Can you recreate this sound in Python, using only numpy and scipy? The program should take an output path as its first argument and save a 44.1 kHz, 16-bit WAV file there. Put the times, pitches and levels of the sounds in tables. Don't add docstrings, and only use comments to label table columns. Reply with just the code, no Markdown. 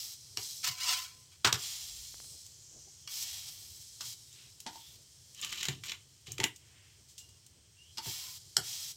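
import sys
import numpy as np
from scipy import signal
from scipy.fft import rfft, irfft
from scipy.io import wavfile
from scipy.ndimage import uniform_filter1d, map_coordinates

SR = 44100
rng = np.random.default_rng(int(sys.argv[2]) if len(sys.argv) > 2 else 0)


def wrap_up_sound(samples):
    columns = np.atleast_2d(samples).T
    tamed = np.clip(columns, -1, 1)
    steps = np.round(tamed * 32767).astype(np.int16)
    wavfile.write(sys.argv[1], SR, steps)


N = 395136
T = np.arange(N) / SR
BLOW_T = T[:SR // 2]
GRAZE_S = .003


def undb(db):
    return np.exp(np.asarray(db) * (np.log(10) / 20))


def unit(x):
    return x / np.sqrt(np.mean(x ** 2))


def through(x, response):
    return signal.oaconvolve(x, response)[:len(x)]


def colour(points, size=2048):
    hz, db = np.transpose(points)
    bins_hz = np.arange(size + 1) * SR / (2 * size)
    gain = undb(np.interp(np.log(bins_hz + 1), np.log(hz), db))
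    cepstrum = irfft(np.log(gain))
    cepstrum[1:size] *= 2
    cepstrum[size + 1:] = 0
    response = irfft(np.exp(rfft(cepstrum)))[:size]
    return response / np.linalg.norm(response)


def band(x, hz, kind, order=4):
    return signal.sosfilt(signal.butter(order, hz, kind, fs=SR, output="sos"), x + 1e-18)


def fade(t60):
    return np.exp(-np.log(1000) * BLOW_T / t60)


def ring(modes):
    response = sum(undb(db) * fade(t60) * np.sin(2 * np.pi * (hz * BLOW_T + rng.random()))
                   for hz, db, t60 in modes)
    return response / np.linalg.norm(response)


def walk(rate):
    hold = int(SR / rate)
    steps = np.repeat(rng.standard_normal(N)[:N // hold + 1], hold)
    return unit(uniform_filter1d(uniform_filter1d(steps, hold), hold)[:N])


def grains(rate, spread_db):
    sizes = undb(spread_db * np.minimum(rng.exponential(size=N), 4))
    return unit((rng.random(N) < rate / SR) * sizes * rng.choice([-1, 1], N))


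def narrow(hz, width_hz):
    noise = rng.standard_normal((2, max(len(hz), SR)))[:, :len(hz)]
    turbulence = band(noise, width_hz / 2, "low", order=2)
    phase = 2 * np.pi * np.cumsum(hz) / SR
    return unit(turbulence[0] * np.cos(phase) + turbulence[1] * np.sin(phase))


def vent(length, first_hz, last_hz, db, width_hz):
    progress = np.linspace(0, 1, int(length * SR))
    glide_hz = first_hz + (last_hz - first_hz) * progress
    return undb(db) * np.sin(np.pi * progress) * narrow(glide_hz, width_hz)


def effort(start, stop, rise_s, release_t60):
    return np.clip((T - start) / rise_s, 0, 1) * undb(-60 * np.clip((T - stop) / release_t60, 0, 3))


def blow(response, t60, tick):
    graze = undb(-15) * np.linspace(0, 1, int(GRAZE_S * SR))
    push = rng.standard_normal(len(BLOW_T)) * np.concatenate([graze, fade(t60)])[:len(BLOW_T)]
    push[len(graze)] += tick
    sound = through(push, response)
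    return sound / np.sqrt(10 * uniform_filter1d(sound ** 2, size=176).max())


def add(track, s, sound):
    i = max(int((s - GRAZE_S) * SR), 0)
    track[i:i + len(sound)] += sound[:N - i]


# frequency in Hz, level in dB.
DRAUGHT_SPECTRUM = [(13, -62), (22, -33.5), (37, -21), (81, 1.5), (131, 0), (183, -13), (239, -19.5),
                    (346, -17), (428, -18), (467, -22), (502, -23), (654, -25), (964, -25), (1500, -32),
                    (1950, -53.5), (3300, -120)]
ROOM_SPECTRUM = [(590, -46), (1000, -20.5), (1530, -10), (2830, -5.5), (3170, 2), (3690, -7.5),
                 (5400, -1.5), (7630, -3.5), (8670, -0.5), (9840, -20), (15800, -16.5)]
def fire():
    draught = unit(through(rng.standard_normal(N), colour(DRAUGHT_SPECTRUM)))
    flutter = undb(-66 + 1.3 * walk(rate=14))
    puffs = undb(-87 + 7 * walk(rate=25)) * narrow(np.full(N, 347), width_hz=490)
    room = unit(through(rng.standard_normal(N), colour(ROOM_SPECTRUM)))
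    return flutter * draught + puffs + undb(-66.5) * room


# time in seconds, hiss in dB.
BAKING_HISS = [(0, -54.5), (.35, -55), (1.1, -57.5), (1.42, -64), (1.7, -58.5), (2.4, -52), (2.65, -61),
               (3.1, -59), (3.9, -52), (4.4, -56.5), (4.6, -61), (5.3, -59), (6.0, -63.5), (6.8, -66.5),
               (7.25, -62.5), (7.65, -72), (7.95, -63), (8.4, -56.5)]
# start and stop in seconds, hiss in dB,
# sag in dB per second, wet sputter and fine spray in dB against the hiss.
STEAM_BURSTS = [(-.08, 0.139, -39.5, 40, -6, -1), (0.36, .65, -39, 32.5, -9, -5),
                (.84, 1.042, -51, 10, -7, 5), (1.555, 2.374, -38.5, 22, -3.5, -5.5),
                (3.074, 3.235, -39.5, -1, -6, -2), (3.206, 3.493, -41.5, 17, -3.5, -4),
                (3.449, 3.827, -48.5, 22, -5, 0), (3.984, 4.132, -41.5, 14, -7, -5),
                (4.66, 4.96, -55.5, 8, -4, -2), (8.008, 8.373, -39.5, 25.5, -3, -0.5),
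                (8.596, 8.915, -43, -4, -4.5, -4)]
def steam_levels():
    drying_db_per_s = 9.5
    hiss = undb(np.interp(T, *np.transpose(BAKING_HISS))) ** 2
    wet, spray = hiss * undb(-12.5) ** 2, hiss * undb(-10) ** 2
    for start, stop, db, sag, wet_db, spray_db in STEAM_BURSTS:
        age = np.clip(T - start, 0, stop - start)
        power = (effort(start, stop, rise_s=0.074, release_t60=0.087) * undb(db - sag * age)) ** 2
        hiss += power
        wet += power * undb(wet_db - drying_db_per_s * age) ** 2
        spray += power * undb(spray_db) ** 2
    return 10 * np.log10([hiss, wet / hiss, spray / hiss])


# frequency in Hz, level in dB.
SIZZLE_SPECTRUM = [(350, -57.5), (600, -33), (727, -19.5), (880, -22.5), (969, -20), (1630, -21),
                   (1770, -16.5), (2900, -8), (3270, -2), (3650, -6), (5360, 0), (7650, -2.5),
                   (10100, -5.5), (15200, -4.5), (15800, -12)]
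# centre and width in Hz, relative level in dB.
BREAD_POCKETS = [(3316, 180, -16.5), (4105, 230, -15), (5480, 1200, -9), (7680, 380, -11.5)]
def sizzle():
    hiss_db, wet_db, spray_db = steam_levels()
    bursts = through(grains(rate=9000, spread_db=2.0), colour(SIZZLE_SPECTRUM))
    hiss = unit(band(band(bursts, 3900, "high"), 9900, "low"))
    wet = unit(band(bursts, 3830, "low", order=6))
    spray = unit(band(bursts, 9880, "high", order=8))
    wet = band(wet, 2760, "high") + undb(.5 * np.clip(wet_db + 4, -14, 4)) * band(wet, 2300, "low")
    pockets = np.zeros(N)
    for hz, db_width_hz, db in BREAD_POCKETS:
        swell = undb(db + 2.1 * walk(rate=2.5) + (wet_db + 0.5) * (hz < 3800))
        pockets += swell * narrow(hz * (1 + .03 * walk(rate=6)), db_width_hz)
    steam = undb(-1.92) * hiss + undb(wet_db - 1.5) * wet + undb(spray_db - 6) * spray
    return (steam + undb(-1) * pockets) * undb(hiss_db + 0.71 * walk(rate=47))


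# frequency in Hz, relative level in dB, t60 in seconds.
IRON_MODES = [(388, -10.5, .25), (735, -3, .12), (970, -6, .16), (1345, -4.5, 0.11), (1525, -3, 0.067),
              (1560, -8, 0.23), (1707, -6, .07), (2057, 1.5, 0.15), (2220, -6, 0.26), (2300, 0, .12),
              (2480, 1.5, 0.062), (2910, 1, .06), (3040, -9, 0.41), (3330, -2, 0.1), (3770, -18.5, 0.02),
              (4250, -14.5, .14), (4530, -2.5, 0.16), (4510, -13, 0.19), (5000, -3, 0.023),
              (5220, -11, 0.26), (5600, -10.5, 0.12), (6830, -10.5, .12)]
def griddle():
    return ring(IRON_MODES)


# time in seconds, crack peak in dB, chatter t60 in seconds, ring in dB against the crack.
SPATULA_TAPS = [(0.373, -18.5, 0.0087, -8.5), (0.6444, -23, 0.017, -31), (0.673, -24, 0.017, -15),
                (0.8735, -23, 0.016, -6), (0.892, -20, 0.04, -6), (1.5274, -10.5, 0.016, -40),
                (1.5543, -26, 0.039, -17), (3.0753, -29, 0.027, -4), (4.0083, -27, 0.053, -22),
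                (7.973, -29.5, 0.028, -10), (7.982, -25, 0.053, -7.5), (8.568, -7.5, 0.013, -21)]
BREAD_SLAPS = [(1.447, -8.5, 0.071, -18.5), (1.463, -17.5, 0.043, -12.5), (1.472, -13.5, 0.05, -14.5),
               (1.542, -23.5, 0.045, -17)]
# frequency in Hz, level in dB.
TAP_SPECTRUM = [(180, -49), (300, -33), (1330, -10), (2230, -17), (2910, -6.5), (4630, -3), (5200, 1.5),
                (6560, -8), (8140, -8), (9450, -24.5), (11900, -17), (13200, -25), (15800, -31.5)]
SLAP_SPECTRUM = [(100, -32.5), (150, -7), (400, -10), (560, -17), (750, -8), (1500, 2.5), (1900, -5),
                 (2700, -4), (5200, -3.5), (8500, -13), (10000, -25.5), (15800, -25.5)]
def strikes(iron):
    out = np.zeros(N)
    for rows, spectrum, tick in (SPATULA_TAPS, TAP_SPECTRUM, 2.6), (BREAD_SLAPS, SLAP_SPECTRUM, 1.4):
        response = colour(spectrum)
        for s, db, t60, ring_db in rows:
            crack = blow(response, t60, tick)
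            tail = through(crack, iron)
            tail *= np.linalg.norm(crack) / np.linalg.norm(tail)
            add(out, s, undb(db) * (crack + undb(ring_db) * tail))
    return out


# time in seconds, relative level in dB, t60 in seconds, top of the blow in Hz.
STOVE_THUDS = [(0.378, -45, 0.15, 890), (0.679, -45, 0.17, 200), (1.452, -34, 0.14, 1000),
               (1.474, -39, 0.11, 800), (1.528, -35, 0.23, 800), (2.871, -60, .1, 750),
               (3.62, -64, .1, 700), (4.022, -55.5, 0.57, 400), (5.684, -30.5, 0.19, 290),
               (5.758, -46.5, 0.43, 278), (6.276, -44.5, 0.47, 350), (6.395, -36, 0.16, 960),
               (6.439, -44.5, 0.16, 1000), (8.066, -40, 0.15, 383), (8.578, -39, 0.17, 800)]
# frequency in Hz, level in dB.
THUD_SPECTRUM = [(26, -49.5), (45, -24), (118, 6.5), (178, -8), (243, -21), (274, -11), (309, -19),
                 (340, -10), (398, -8.5), (471, -14), (599, -25), (727, -10), (800, -7.5), (1040, -46),
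                 (1760, -120)]
def thuds():
    out, response = np.zeros(N), colour(THUD_SPECTRUM)
    note = (np.sin(2 * np.pi * 384 * BLOW_T) + np.sin(2 * np.pi * 428 * BLOW_T)) / 2 * fade(0.2)
    for s, db, t60, top_hz in STOVE_THUDS:
        note_db = 0.5 + 15.5 * np.log2(top_hz / 1000)
        push = band(band(blow(response, t60, tick=3), top_hz, "low", order=2), 65, "high", order=2)
        boom = np.sin(2 * np.pi * 121 * BLOW_T) * fade(t60 * 1.1)
        add(out, s, undb(db) * (undb(7.5) * push + undb(-14) * boom + undb(note_db) * note))
    return out


# start and stop in seconds, force in dB,
# rise and release t60 in seconds, weight of the edge's bright bite in dB.
BLADE_STROKES = [(0.627, 0.679, -29, 0.021, 0.24, -4), (0.757, 0.863, -33.5, 0.074, .3, -28.5),
                 (0.847, 0.93, -27.5, 0.039, 0.44, -14), (1.308, 1.332, -57, 0.017, 0.19, -22),
                 (8.08, 8.295, -50, 0.11, 0.17, -22)]
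# frequency in Hz, level in dB.
SCRAPE_SPECTRUM = [(400, -48.5), (600, -35.5), (740, -19), (900, -45.5), (1300, -5.5), (1750, -13.5),
                   (2200, -8), (3000, -5.5), (4700, -1.5), (6200, -4), (8300, -8), (9600, -16),
                   (15800, -18.5)]
def scrape(iron):
    force, edge = np.zeros((2, N))
    for start, stop, db, rise_s, t60, bite_db in BLADE_STROKES:
        push = undb(db) * effort(start, stop, rise_s, t60)
        force = np.maximum(force, push)
        edge += push * undb(bite_db)
    slips = grains(rate=4000, spread_db=0.0) * undb(1.6 * walk(rate=140))
    rasp = through(slips, colour(SCRAPE_SPECTRUM))
    lag = SR / 900 * (1 + .09 * walk(rate=28) + .03 * walk(rate=160))
    rasp = unit(sum(.5 ** k * map_coordinates(rasp, [np.arange(N) - np.round(k * lag)], order=0)
                    for k in range(3)))
    blade = undb(-3.2) * rasp + undb(-10) * unit(through(rasp, iron))
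    bite = unit(band(band(slips, 8900, "high"), 16200, "low"))
    note_modes = [(984, -10, .07), (1023, -10.5, 0.29), (1096, -10, 0.056)]
    note = through(force * grains(rate=700, spread_db=4.0), ring(note_modes))
    return force * blade + undb(-17) * edge * bite + undb(-17.5) * note


# start and length in seconds, first and last pitch in Hz, level in dB.
DRAUGHT_ROARS = [(1.549, 0.86, 68.1, 52.4, -63.5), (3.1, 0.86, 84.7, 72.4, -65)]
def roars():
    out = np.zeros(N)
    for start, *swell in DRAUGHT_ROARS:
        add(out, start, vent(*swell, width_hz=33))
    return out


# time in seconds, peak in dB.
PRESS_TICKS = [(2.143, -38.5), (2.202, -38.5), (2.245, -48)]
def ticks():
    out = np.zeros(N)
    click = band(band(signal.unit_impulse(len(BLOW_T)), 2130, "low", order=2), 150, "high", order=1)
    for s, db in PRESS_TICKS:
        add(out, s + GRAZE_S, undb(db) * click / click.max())
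    return out


# start and length in seconds, first and last centre in Hz, level in dB.
STEAM_JETS = [(2.182, 0.21, 9500, 7850, -56.5), (2.361, 0.85, 6770, 6100, -57),
              (4.277, 0.25, 3340, 3005, -60.5), (4.683, .36, 3410, 3720, -65),
              (6.561, 0.47, 2527, 2740, -66)]
def jets():
    out = np.zeros(N)
    for start, *swell in STEAM_JETS:
        add(out, start, vent(*swell, width_hz=1700))
    return out


# time in seconds, peak in dB, t60 in seconds.
FIRE_CRACKLES = [(2.464, -38, 0.028), (4.3278, -41.5, 0.025), (4.6033, -33, 0.02), (6.561, -39, 0.037),
                 (7.086, -47.5, 0.25), (7.1797, -35.5, 0.13), (7.2903, -47, 0.04), (7.4646, -43, 0.025)]
def crackles():
    out = np.zeros(N)
    response = colour([(500, -42), (2000, -17), (3100, -3), (7500, 6.5), (10000, -9), (15000, -10.5)])
    for s, db, t60 in FIRE_CRACKLES:
        add(out, s, undb(db) * blow(response, t60, tick=2.1))
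    return out


# start and length in seconds, first and last pitch in Hz, relative level in dB.
THIN_WHISTLES = [(2.99, 0.11, 3180, 3190, -60), (4.752, 0.2, 3320, 3510, -53.5),
                 (7.172, 0.11, 2840, 2840, -57), (7.205, 0.19, 2880, 2840, -64.5),
                 (7.763, 0.11, 2750, 2920, -54.5), (7.83, .13, 2900, 3320, -56.5)]
def whistles():
    out = np.zeros(N)
    for start, length, first_hz, last_hz, db in THIN_WHISTLES:
        frayed = np.clip((last_hz - 2900) / 300, 0, 1)
        add(out, start, vent(length, first_hz, last_hz, db - 7, width_hz=60 + 300 * frayed))
    return out


# time in seconds, peak in dB, t60 in seconds, hollow note in dB against the peak.
STOVE_KNOCKS = [(4.009, -45.5, 0.12, -5), (4.665, -27, 0.12, -15), (4.731, -44, 0.038, -14),
                (4.759, -40, 0.04, -4), (4.782, -51, 0.048, -5), (6.405, -31.5, 0.14, -16),
                (7.982, -35.5, 0.096, -15), (8.06, -36.5, 0.17, -12)]
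# frequency in Hz, level in dB.
KNOCK_SPECTRUM = [(88, -21), (150, -16), (296, -6.5), (522, -21), (905, 1), (1070, -24.5), (1880, -15.5),
                  (2300, -19.5), (3150, -11), (5760, -11), (12000, -37), (15600, -75), (22000, -120)]
def knocks():
    out, response = np.zeros(N), colour(KNOCK_SPECTRUM)
    for s, db, t60, note_db in STOVE_KNOCKS:
        note_hz = 935 * (1 + 0.042 * rng.standard_normal())
        note = np.sin(2 * np.pi * note_hz * BLOW_T) * fade(.04)
        add(out, s, undb(db) * (blow(response, t60, tick=9.2) + undb(note_db) * note))
    return out


# start and stop in seconds, level in dB, rise in seconds.
STICK_SHOVES = [(5.343, 5.41, -51.5, 0.055), (5.408, 5.438, -40, 0.014), (5.472, 5.61, -43, 0.032),
                (5.588, 5.679, -41.5, 0.017), (5.834, 5.885, -44.5, .006), (5.917, 5.928, -54, 0.0073),
                (6.257, 6.306, -55, .01)]
# frequency in Hz, relative level in dB, t60 in seconds.
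STICK_MODES = [(817, -31, 0.023), (1200, -25, 0.025), (1773, 8, 0.031), (2280, -28, 0.017),
               (2944, -12, 0.065), (3130, 16.5, 0.033), (3450, 4.5, 0.18), (3800, 15, 0.064),
               (7330, 8, .02)]
# time in seconds, level in dB, treble in dB against that level.
STICK_SNAPS = [(5.347, -46, 6.5), (5.414, -36, 7), (5.447, -22, -5.5), (5.526, -24.5, -6), (5.63, -19, -6),
               (5.654, -19.5, -7), (5.685, -13.5, -11), (5.837, -27, -10), (5.896, -26.5, -15),
               (5.919, -18.5, -16), (6.27, -34, -9), (6.319, -38.5, 12), (6.382, -23.5, -10.5),
               (6.401, -14.5, -13), (6.434, -19.5, -16), (6.44, -8.5, -7.5)]
# frequency in Hz, level in dB.
BARK_SPECTRUM = [(240, -15), (400, -18.5), (837, -30.5), (1210, -10), (1460, -32.5), (3000, 1.5),
                 (4340, -4.5), (7100, -9), (9810, -29.5), (15800, -27)]
SNAP_SPECTRUM = [(150, -14.5), (300, -6), (600, -27), (950, -13), (1400, -13.5), (2300, -5), (3200, -5),
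                 (4600, -7.5), (7300, -0.5), (10000, -16.5), (12500, -14.5), (15800, -22)]
def sticks():
    drag = np.max([undb(db) * effort(start, stop, rise_s, release_t60=0.28)
                   for start, stop, db, rise_s in STICK_SHOVES], axis=0)
    bark = grains(rate=2800, spread_db=3.0) * undb(3.8 * walk(rate=86))
    rustle = unit(through(bark, colour(BARK_SPECTRUM)))
    ringing = unit(through(bark, ring(STICK_MODES)))
    response, snap_t60 = colour(SNAP_SPECTRUM), 0.023
    twigs = through(grains(rate=130, spread_db=0.5), blow(response, snap_t60, tick=8.5))
    twigs = unit(band(twigs, 840, "high", order=2))
    out = drag * (undb(-0.5) * rustle + undb(-6) * ringing + undb(-6) * twigs)
    woody = signal.lfilter(*signal.iirpeak(1900, 2.5, fs=SR), signal.unit_impulse(256))
    for s, db, treble_db in STICK_SNAPS:
        lowest_hz = np.clip(-55 * db - 395, 150, 1500)
        snap = band(blow(response, snap_t60, tick=1.7), lowest_hz, "high", order=2)
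        woody_db = -2.5 + 1.1 * (db + 10.5)
        body = band(snap, 4360, "low") + undb(woody_db) * through(snap, woody)
        treble = band(snap, 5600, "high")
        treble *= np.std(snap) / np.std(treble)
        add(out, s, undb(db) * (body + undb(treble_db) * treble))
    return out


def echo(x, t60_low, t60_high):
    noise = rng.standard_normal(len(BLOW_T))
    low = band(noise, 4200, "low", order=2) * fade(t60_low)
    high = band(noise, 5000, "high", order=1) * fade(t60_high)
    tail = (low + undb(2) * high) * np.clip((BLOW_T - .003) / 0.0029, 0, 1)
    return through(x, tail / np.linalg.norm(tail))


def scene():
    iron = griddle()
    spatula = strikes(iron)
    wood = sticks() + crackles() + knocks()
    steam = sizzle()
    singing = undb(-21) * through(steam, iron)
    steady = undb(-0.6) * steam + singing + jets() + scrape(iron) + whistles()
    walls = echo(undb(-4.5) * spatula + undb(-5.5) * wood, t60_low=0.19, t60_high=0.15)
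    firebox = undb(-10.5) * echo(band(wood, 2000, "low"), t60_low=0.12, t60_high=0.07)
    mid = spatula + wood + walls + firebox + steady + thuds() + ticks() + fire() + roars()
    spread = undb(-21.5) * (spatula + wood) + undb(-31.5) * steady
    spread = band(band(spread, 1100, "high", order=3), 11000, "low", order=2)
    wood_left = wood * (undb(0.25) - 1)
    side = echo(spread, t60_low=.03, t60_high=0.021) + wood_left
    return np.array([mid + side, mid - side])


def record(dry):
    top_hz = 15850
    return signal.sosfilt(signal.ellip(10, .2, 70, top_hz, fs=SR, output="sos"), dry)


dry = scene()
out = record(dry)
wrap_up_sound(out)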